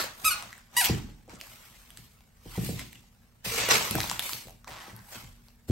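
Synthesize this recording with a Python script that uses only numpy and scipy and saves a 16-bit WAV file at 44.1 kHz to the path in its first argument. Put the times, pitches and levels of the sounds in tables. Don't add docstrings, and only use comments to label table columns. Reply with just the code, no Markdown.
import sys
import numpy as np
from scipy import signal
from scipy.fft import rfft, irfft, next_fast_len
from scipy.io import wavfile
from scipy.ndimage import uniform_filter1d, map_coordinates

SR = 44100
rng = np.random.default_rng(int(sys.argv[2]) if len(sys.argv) > 2 else 0)


def generate_wav(signal):
    frames = np.transpose(np.atleast_2d(signal))
    scaled = np.clip(frames, -1, 1) * 32767
    pcm = np.round(scaled).astype(np.int16)
    wavfile.write(sys.argv[1], SR, pcm)


N = 251798

# f/Hz, likeness (1 = the same)
LIKENESS = [(30, 0.89), (60, 0.88), (130, 0.91), (290, 0.44), (640, 0.46), (1400, 0.23), (3000, 0.24),
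            (7000, 0.14)]
# f/Hz, time to fade by 60 dB/s
ROOM_DECAY = [(100, 0.35), (500, 0.31), (2000, 0.38), (6000, 0.29), (14000, 0.075)]
# f/Hz, level/dB
AIR_COLOUR = [(15, -48), (25, 4), (53, 0.5), (146, -9.5), (242, -12), (339, -52), (392, -29), (431, -19.5),
              (635, -26), (868, -29), (1000, -33), (1080, -64), (8000, -43), (11000, -48), (16000, -60)]
# f/Hz, relative level/dB
HUM_TONES = [(41, -76), (119, -76.5)]
# t/s, relative level/dB
DRONE_LEVELS = [(0, -74.5), (1.5, -78), (4.5, -75.5), (5.71, -68.5)]
# f/Hz, level/dB, time to fade by 60 dB/s
BOARD_NOTES = [(42.1, -7.5, 0.92), (71.5, -11.5, 0.26), (84.8, -6, 0.28), (118.5, -0.5, 0.19),
               (176.8, 4.5, 0.049), (248.3, -4.5, 0.055), (311.7, -0.5, 0.057), (467, -1.5, 0.038),
               (591, -11, 0.046), (739, -11.5, 0.078)]
# t/s, level/dB, hardness/dB, heaviness/dB, thud f/Hz
KNOCKS = [(0.238, -41, -34, -4, 87), (0.847, -42, -18, -30, 190), (0.894, -15.5, -18.5, -15.5, 125.3),
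          (0.939, -35, -26, -21, 105.6), (0.958, -41, -13, -1, 90.1), (1.087, -47.5, -6, -3, 89),
          (1.283, -47.5, -7, -14.5, 154), (1.332, -41, -9.5, -35, 130), (1.985, -44, -22, -15, 119),
          (2.457, -36.5, -14, -7, 125), (2.578, -19, -22, -30, 121.6), (2.635, -25.5, -32, -42, 113),
          (2.69, -25, -18.5, -25, 118), (2.743, -33.5, -17, -28, 118), (3.462, -28.5, -15, -19, 80),
          (3.91, -25.5, -38, -31, 148), (3.951, -19.5, -10, -25, 92), (3.978, -36, -20, -23.5, 97),
          (4.326, -38.5, -26, -21, 109), (4.453, -39, -25, -8.5, 106), (4.691, -39, -21, -26, 97),
          (4.877, -43.5, -12, -25, 149), (4.93, -39.5, -28, -25, 136), (5.152, -41.5, -23, -33, 160),
          (5.236, -40, -33, -7.5, 73), (5.685, -33.5, -17, -36.5, 170), (5.698, -10, -45.5, -42.5, 110)]
# start t/s, end t/s, first and last slip rate/Hz,
# first and last level/dB, low and high band edge f/Hz
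CREAKS = [(1.297, 1.359, 400, 270, -59, -34, 5500, 9200), (4.701, 4.922, 150, 320, -25.5, -38.5, 800, 4630)]
# t/s, slip rate/Hz, level/dB
SQUEAKS = [
    [(.245, 1170, -30.5), (.254, 1302, -22.5), (.28, 1266, -19.5), (.293, 1183, -29.5), (.312, 1094, -40),
     (.335, 1058, -42), (.342, 1020, -62)],
    [(.300, 1438, -54), (.312, 1470, -25.5), (.335, 1380, -35.5), (.345, 1400, -70)],
    [(.764, 898, -49), (.768, 934, -21), (.775, 983.5, -19.5), (.803, 963.4, -23.5), (.817, 777, -24.5),
     (.838, 698, -33.5), (.843, 706, -51.5)],
    [(2.79, 1045, -46), (2.797, 1025, -41), (2.815, 1050, -60), (2.825, 1075, -77)],
    [(3.51, 420, -49), (3.525, 457, -41.5), (3.585, 455.3, -36), (3.60, 440, -69)],
    [(3.585, 740, -38), (3.6, 716, -37), (3.63, 733, -44), (3.645, 745, -57)],
    [(3.688, 481, -26), (3.70, 501.6, -40), (3.722, 482, -41), (3.732, 434, -25.5), (3.765, 462.6, -37.5),
     (3.78, 415, -43)],
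]
# f/Hz, level/dB
SOLE_COLOUR = [(250, -18), (460, 10.5), (900, -4), (1300, -0.5), (2500, 1), (3700, -10), (4400, -1),
               (5000, -6.5), (7000, -9.5), (9000, -1), (12000, -2), (16000, -28)]
# t/s, ring level/dB, ring f/Hz, crack level/dB, treble level/dB
SNAPS = [(0.042, -31, 566, -32, -21), (0.0462, -39, 664, -23, -37), (0.4251, -34.5, 1180, -24, -41),
         (0.5289, -32.5, 1980, -32, -53), (0.5797, -43, 1680, -57, -38), (1.2794, -47, 670, -49, -62.5),
         (1.2958, -41.5, 2260, -35, -54), (1.4029, -38.5, 2850, -43, -36.5), (1.4125, -39, 5060, -25, -35),
         (1.9046, -41.5, 3260, -39.5, -34), (1.9733, -43, 1740, -27.5, -36), (2.2072, -57, 790, -44.5, -57),
         (2.6475, -35, 4590, -33, -23), (2.7941, -34, 2030, -26.5, -27), (2.9303, -44, 2010, -37, -33),
         (2.9561, -40.5, 2800, -45, -51), (3.04, -56, 810, -60, -69), (3.446, -44, 2630, -40, -31),
         (3.9102, -25.5, 4740, -16, -13), (3.9537, -23.5, 1540, -23, -14), (3.9843, -22.5, 845, -44, -37),
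         (4.0041, -23, 4000, -14, -29.5), (4.014, -25, 1940, -40, -20), (4.0325, -22.5, 3870, -21, -26),
         (4.041, -25.5, 910, -37, -27), (4.0593, -31, 3760, -41, -25), (4.0981, -24, 4970, -10.5, -38),
         (4.114, -21.5, 960, -13, -36), (4.1945, -20, 3530, -14, -12), (4.2939, -30.5, 1250, -21, -23),
         (4.3332, -23.5, 4470, -21, -19.5), (4.6449, -42, 1185, -36, -66), (4.6744, -35, 990, -38, -51),
         (4.6786, -33, 2360, -33, -54), (4.9643, -47, 4480, -49, -30.5), (4.992, -53, 1180, -40, -50),
         (5.246, -55, 1100, -40, -58), (5.4846, -57, 794, -42.5, -53)]
# start t/s, end t/s, gap/s, ring level/dB, ring f/Hz, crack level/dB, treble level/dB
SNAP_RUNS = [(.0005, .026, 0.005, -25, 4170, -38, -23), (.8439, .862, 0.0048, -18.5, 3420, -19.5, -10.5),
             (4.4716, 4.515, .0119, -43.5, 705, -39, -38), (4.6989, 4.76, 0.017, -49, 1190, -57, -66)]
# f/Hz, level/dB
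COARSE_COLOUR = [(150, -23), (300, -7), (450, -7.5), (700, -1.5), (1100, 0), (2000, -3), (4000, -57)]
CELL_COLOUR = [(600, -12), (1300, -18.5), (2200, 2), (3500, -1), (5500, -2), (8000, -4.5), (10000, -24)]
DUST_COLOUR = [(6500, -17.5), (8800, -5), (10000, -14.5), (11600, -1.5), (12500, -10.5), (14000, -12),
               (16000, -7.5)]
# t/s, rise/s, level/dB, hold/s, fall/(dB/s), coarse offset/dB, dust offset/dB
PRESSES = [(0, 0.011, -34.5, 0.013, 166, -0.5, -5), (0.236, 0.26, -51, .005, 498, 1, 4),
           (.25, 0.018, -29.5, 0.039, 495.5, -16, -4.5), (0.297, .01, -39, .005, 75.5, -1, -5),
           (0.759, 0.084, -49.5, .005, 499, 2.5, -1), (0.768, 0.0083, -29.5, 0.09, 230, -29, -2.5),
           (0.855, .02, -35, .005, 110, -3, -7), (1.298, 0.023, -54.5, .005, 89, 2.8, -8),
           (1.41, 0.052, -54, 0.52, 44, -4, 1.3), (1.972, 0.019, -56, .005, 93, -12, 2),
           (2.549, 0.26, -49.5, 0.034, 100, -2.5, 2), (2.66, 0.27, -43, .005, 83.5, -14.5, 3),
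           (2.804, 0.25, -45, .005, 165, -8, -19), (2.922, 0.027, -57, 0.0082, 96, -12, -6),
           (3.451, 0.016, -34, 0.21, 104, -9.5, -2), (3.599, 0.14, -29, 0.031, 135, -4.5, -21.5),
           (3.71, 0.059, -20.5, 0.0054, 119, -4, -10), (3.813, 0.29, -36, 0.32, 107, -5, -1),
           (4.193, 0.01, -43, 0.0062, 250, -4, -1), (4.226, 0.022, -39, .12, 129, -9, 2.5),
           (4.678, 0.027, -53, 0.21, 75, 5, -1.5), (5.088, 0.26, -58.5, .03, 97, -2, 6),
           (5.128, 0.053, -45.5, 0.032, 108, -3.5, -2), (5.46, 0.13, -68, 0.0066, 132.5, -6, 2.5),
           (5.684, 0.016, -51, .03, 100, -3, 2.5)]
# coarse level/dB, cell level/dB, dust level/dB
SETTLING = (-73.5, -72.5, -71.5)

TOP_HZ = 16100


def amp(db):
    return 10 ** (np.asarray(db) / 20)


def unit(x):
    return x / np.sqrt(np.mean(x ** 2) + 1e-20)


def along(points, hz):
    f, v = np.transpose(points)
    return np.interp(np.log(hz + 1), np.log(f + 1), v)


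def curves(rows, t):
    s, *columns = np.transpose(rows)
    return [np.interp(t, s, column) for column in columns]


def wobble(rate, count):
    points = rng.standard_normal(int(count * rate / SR) + 4)
    return map_coordinates(points, [np.arange(count) * rate / SR])


def filtered(x, response):
    m = next_fast_len(x.shape[-1] + 8192)
    return irfft(rfft(x, m) * response(np.fft.rfftfreq(m, 1 / SR)), m)[..., :x.shape[-1]]


def coloured(x, colour):
    return unit(filtered(x, lambda hz: amp(along(colour, hz))))


def band(x, low_hz, high_hz):
    y = signal.sosfilt(signal.butter(2, [low_hz, high_hz], "bandpass", fs=SR, output="sos"), x)
    return y / np.abs(y).max()


def add(track, s, sound):
    part = track[round(s * SR):][:len(sound)]
    part += sound[:len(part)]


def stereo(a, b):
    def shares(hz):
        angle = np.arccos(np.clip(along(LIKENESS, hz), -1, 1)) / 2
        return np.array([np.cos(angle), np.sin(angle)])
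    mid, side = filtered(np.array([a, b]), shares)
    return np.array([mid + side, mid - side])


def house(drone_hz=234):
    t = np.arange(N) / SR
    air = stereo(*(coloured(rng.standard_normal(N), AIR_COLOUR) for _ in range(2)))
    hum = np.zeros(N)
    for hz, db in HUM_TONES + [(drone_hz, curves(DRONE_LEVELS, t)[0])]:
        gain = amp(db + 5 + 2.9 * wobble(6, N))
        hum += gain * np.sin(2 * np.pi * hz * t + 0.58 * wobble(12, N))
    return amp(-60 + 0.54 * wobble(4.4, N)) * air + hum


def room_echo(x):
    hz, t, noise = signal.stft(rng.standard_normal((2, SR * 3 // 4)), SR, nperseg=256)
    fade = amp(-60 * t / along(ROOM_DECAY, hz)[:, None])
    tail = stereo(*signal.istft(noise * fade, SR, nperseg=256)[1])
    delayed = np.pad(x, (130, 0))[None]
    return signal.fftconvolve(delayed, tail / np.linalg.norm(tail[0]), axes=1)[:, :N]


def foot_weight(load_db=-12, rest_db=-70.5, shudder_db=-18.5, fade_db_per_s=79):
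    shudder, t = np.zeros(N), np.arange(SR // 2) / SR
    for s, db, *_ in KNOCKS:
        add(shudder, s, amp(db + shudder_db - fade_db_per_s * t) ** 2)
    load = amp(load_db) * press_levels()[0]
    return np.sqrt(load ** 2 + shudder + amp(rest_db) ** 2)


def board_rumble():
    def boards(f):
        notes = sum(amp(db) * 1j * f * (2.2 / decay) ** .5 / (hz * hz - f * f + 1j * f * 6 / decay)
                    for hz, db, decay in BOARD_NOTES[1:7])
        return notes / (1 + (f / 260) ** 4)
    push = amp(3 * wobble(25, N)) * rng.standard_normal(N)
    return foot_weight() * unit(filtered(push, boards))


def knocks(detune=0.048, scatter_db=2.5, thud_decay_s=0.19):
    out, t = np.zeros(N), np.arange(SR // 2) / SR
    end_fade = np.minimum(10 * (t[-1] - t), 1)
    note_hz, note_db, decay_s = np.transpose(BOARD_NOTES)[:, :, None]
    for s, db, hard_db, heavy_db, thud_hz in KNOCKS:
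        size, shift = rng.standard_normal((2, *note_db.shape))
        hz = note_hz * (1 + detune * shift)
        hard = np.clip(np.log2(hz / 200), 0, 1) * (hard_db + 21.5)
        heavy = np.clip(np.log2(100 / hz), 0, 1) * (heavy_db + 13)
        spot = -3 * np.minimum(np.abs(np.log2(hz / thud_hz)), 2)
        gain = amp(note_db + hard + heavy + spot + scatter_db * size - 60 * t / decay_s)
        ring = gain * (1 - np.exp(-t * hz / 0.62)) * np.sin(2 * np.pi * hz * t)
        extra_cycles = 2.008 * (1 - np.exp(-t / 0.0044)) + 2.198 * (1 - np.exp(-t / 0.029))
        thud_shape = amp(-60 * t / thud_decay_s) * (1 - np.exp(-t / 0.0053))
        thud = thud_shape * np.sin(2 * np.pi * (thud_hz * t + extra_cycles))
        add(out, s, amp(db - 3.5) * end_fade * ring.sum(axis=0) + amp(db - 6) * thud)
    return out


def creaks():
    out = np.zeros(N)
    for start, end, first_hz, last_hz, first_db, last_db, low_hz, high_hz in CREAKS:
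        n = round((end - start) * SR)
        rate = np.linspace(first_hz, last_hz, n) * amp(1.6 * wobble(150, n))
        slips_so_far = np.floor(np.cumsum(rate) / SR)
        slips = np.diff(slips_so_far, prepend=0) * amp(2.3 * wobble(3000, n))
        add(out, start, -amp(np.linspace(first_db, last_db, n)) * band(slips, low_hz, high_hz))
    return out


def squeaks():
    out, harmonic = np.zeros(N), np.arange(1, 34)[:, None]
    lag = 0.147 * harmonic ** 2
    for rows in SQUEAKS:
        t = np.arange(rows[0][0], rows[-1][0], 1 / SR)
        hz, db = curves(rows, t)
        slowness = 1000 / hz
        jitter = 0.011 * slowness ** 2 * wobble(700, len(t))
        cycles = np.cumsum(hz * (1 + jitter)) / SR
        gains = amp(along(SOLE_COLOUR, harmonic * hz)) * (harmonic * hz < TOP_HZ)
        slips = np.sum(gains * np.cos(2 * np.pi * harmonic * cycles - lag), axis=0)
        flutter_db = 1.4 * wobble(400, len(t))
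        stutter_db = 0.5 * slowness ** 3.3 * wobble(95, len(t))
        add(out, t[0], amp(db + flutter_db + stutter_db) * unit(slips))
    return out


def travelling_cracks(scatter_db=1.5, scatter_octaves=0.19):
    rows = [(s, *rest) for start, end, gap, *rest in SNAP_RUNS for s in np.arange(start, end, gap)]
    s, ring_db, hz, crack_db, treble_db = np.transpose(rows)
    size, pitch, spit = rng.standard_normal((len(s), 3)).T
    return list(zip(s, ring_db + scatter_db * size, hz * 2 ** (scatter_octaves * pitch),
                    crack_db + scatter_db * size, treble_db + scatter_db * spit))


def snaps(ring_s=0.005, ring_cycles=4):
    out, t = np.zeros(N), np.arange(1200) / SR
    for s, ring_db, hz, crack_db, treble_db in SNAPS + travelling_cracks():
        burst = amp(-60 * t / 0.0021) * rng.standard_normal((2, len(t)))
        crack = amp(crack_db) * band(burst[0], 1100, 8000)
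        spit = amp(treble_db) * band(burst[1], 9000, 15000)
        fade = amp(-60 * t / (ring_s + ring_cycles / hz))
        ring = np.sin(2 * np.pi * hz * t) * (1 - np.exp(-t * hz / 0.52)) * fade
        add(out, s, crack + spit + amp(ring_db) * ring / np.abs(ring).max())
    return out


def press_levels(rise_db=35, sag_db_per_s=16):
    s, rise, db, hold, fall, coarse_db, dust_db = np.transpose(PRESSES)[:, :, None]
    t = np.arange(0, N / SR, .001)
    age = t - s
    shape_db = db + rise_db * np.minimum(age, 0) / rise
    shape_db -= sag_db_per_s * np.clip(age, 0, hold)
    shape_db -= fall * np.maximum(age - hold, 0)
    powers = [np.sum(amp(shape_db + offset_db) ** 2, axis=0) + amp(rest_db) ** 2
              for offset_db, rest_db in zip((coarse_db, 0, dust_db), SETTLING)]
    return [np.interp(np.arange(N) / SR, t, np.sqrt(power)) for power in powers]


def ringing_lumps(x, depth_db=3):
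    spectrum = signal.stft(x, nperseg=512)[2]
    patches = uniform_filter1d(rng.standard_normal(spectrum.shape[1:]), size=3, axis=0)
    patches = uniform_filter1d(patches, size=7, axis=1)
    return signal.istft(spectrum * amp(depth_db * unit(patches)), nperseg=512)[1][:, :N]


def crunch(grains_per_s=600, sliding_db=-7):
    t = np.arange(N) / SR
    spikes = (rng.random(N) < grains_per_s / SR) * amp(np.minimum(4 * rng.exponential(size=N), 13))
    grit = np.abs(uniform_filter1d(spikes, size=14))
    clumps = amp(0.43 * wobble(45, N) + 1.16 * wobble(200, N))
    grains = clumps * (1 + 0.22 * unit(grit))
    spans = [(rows[0][0], rows[1][0], rows[-2][0], rows[-1][0]) for rows in SQUEAKS[:3]]
    sliding = np.max([np.interp(t, span, (0, 1, 1, 0)) for span in spans], axis=0)
    coarse_gain, cell_gain, dust_gain = press_levels()
    layers = []
    for _ in range(2):
        noises = ringing_lumps(grains * rng.standard_normal((3, N)))
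        coarse, cells, dust = map(coloured, noises, (COARSE_COLOUR, CELL_COLOUR, DUST_COLOUR))
        breaks = coarse_gain * coarse + cell_gain * cells
        layers.append(amp(sliding_db * sliding) * breaks + dust_gain * dust)
    return stereo(*layers)


def scene():
    squeal = squeaks()
    crackle = snaps() + creaks()
    floor = knocks() + board_rumble()
    crush = crunch()
    to_room = amp(-5.5) * squeal + amp(-8) * crackle + amp(-6) * floor + amp(-13.5) * crush[0]
    return squeal + crackle + floor + crush + room_echo(to_room) + house()


def record(dry, split_hz=8100, in_step_hz=8440, step_hz=3620):
    treble = lambda hz: np.sin(np.pi / 2 * np.clip((hz - split_hz) / 600, 0, 1)) ** 2
    lag = lambda hz: np.exp(np.array([[-1j], [1j]]) * np.pi * (hz - in_step_hz) / step_hz)
    lows = filtered(dry, lambda hz: 1 - treble(hz))
    highs = filtered(np.array([dry[0], dry[0]]), lambda hz: treble(hz) * lag(hz))
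    top_cut = lambda hz: np.sin(np.pi / 2 * np.clip((TOP_HZ - hz) / 500, 0, 1)) ** 2
    bass_cut = lambda hz: hz ** 2 / (hz ** 2 + 25 ** 2)
    return filtered(lows + highs, lambda hz: top_cut(hz) * bass_cut(hz))


dry = scene()
out = record(dry)
generate_wav(out)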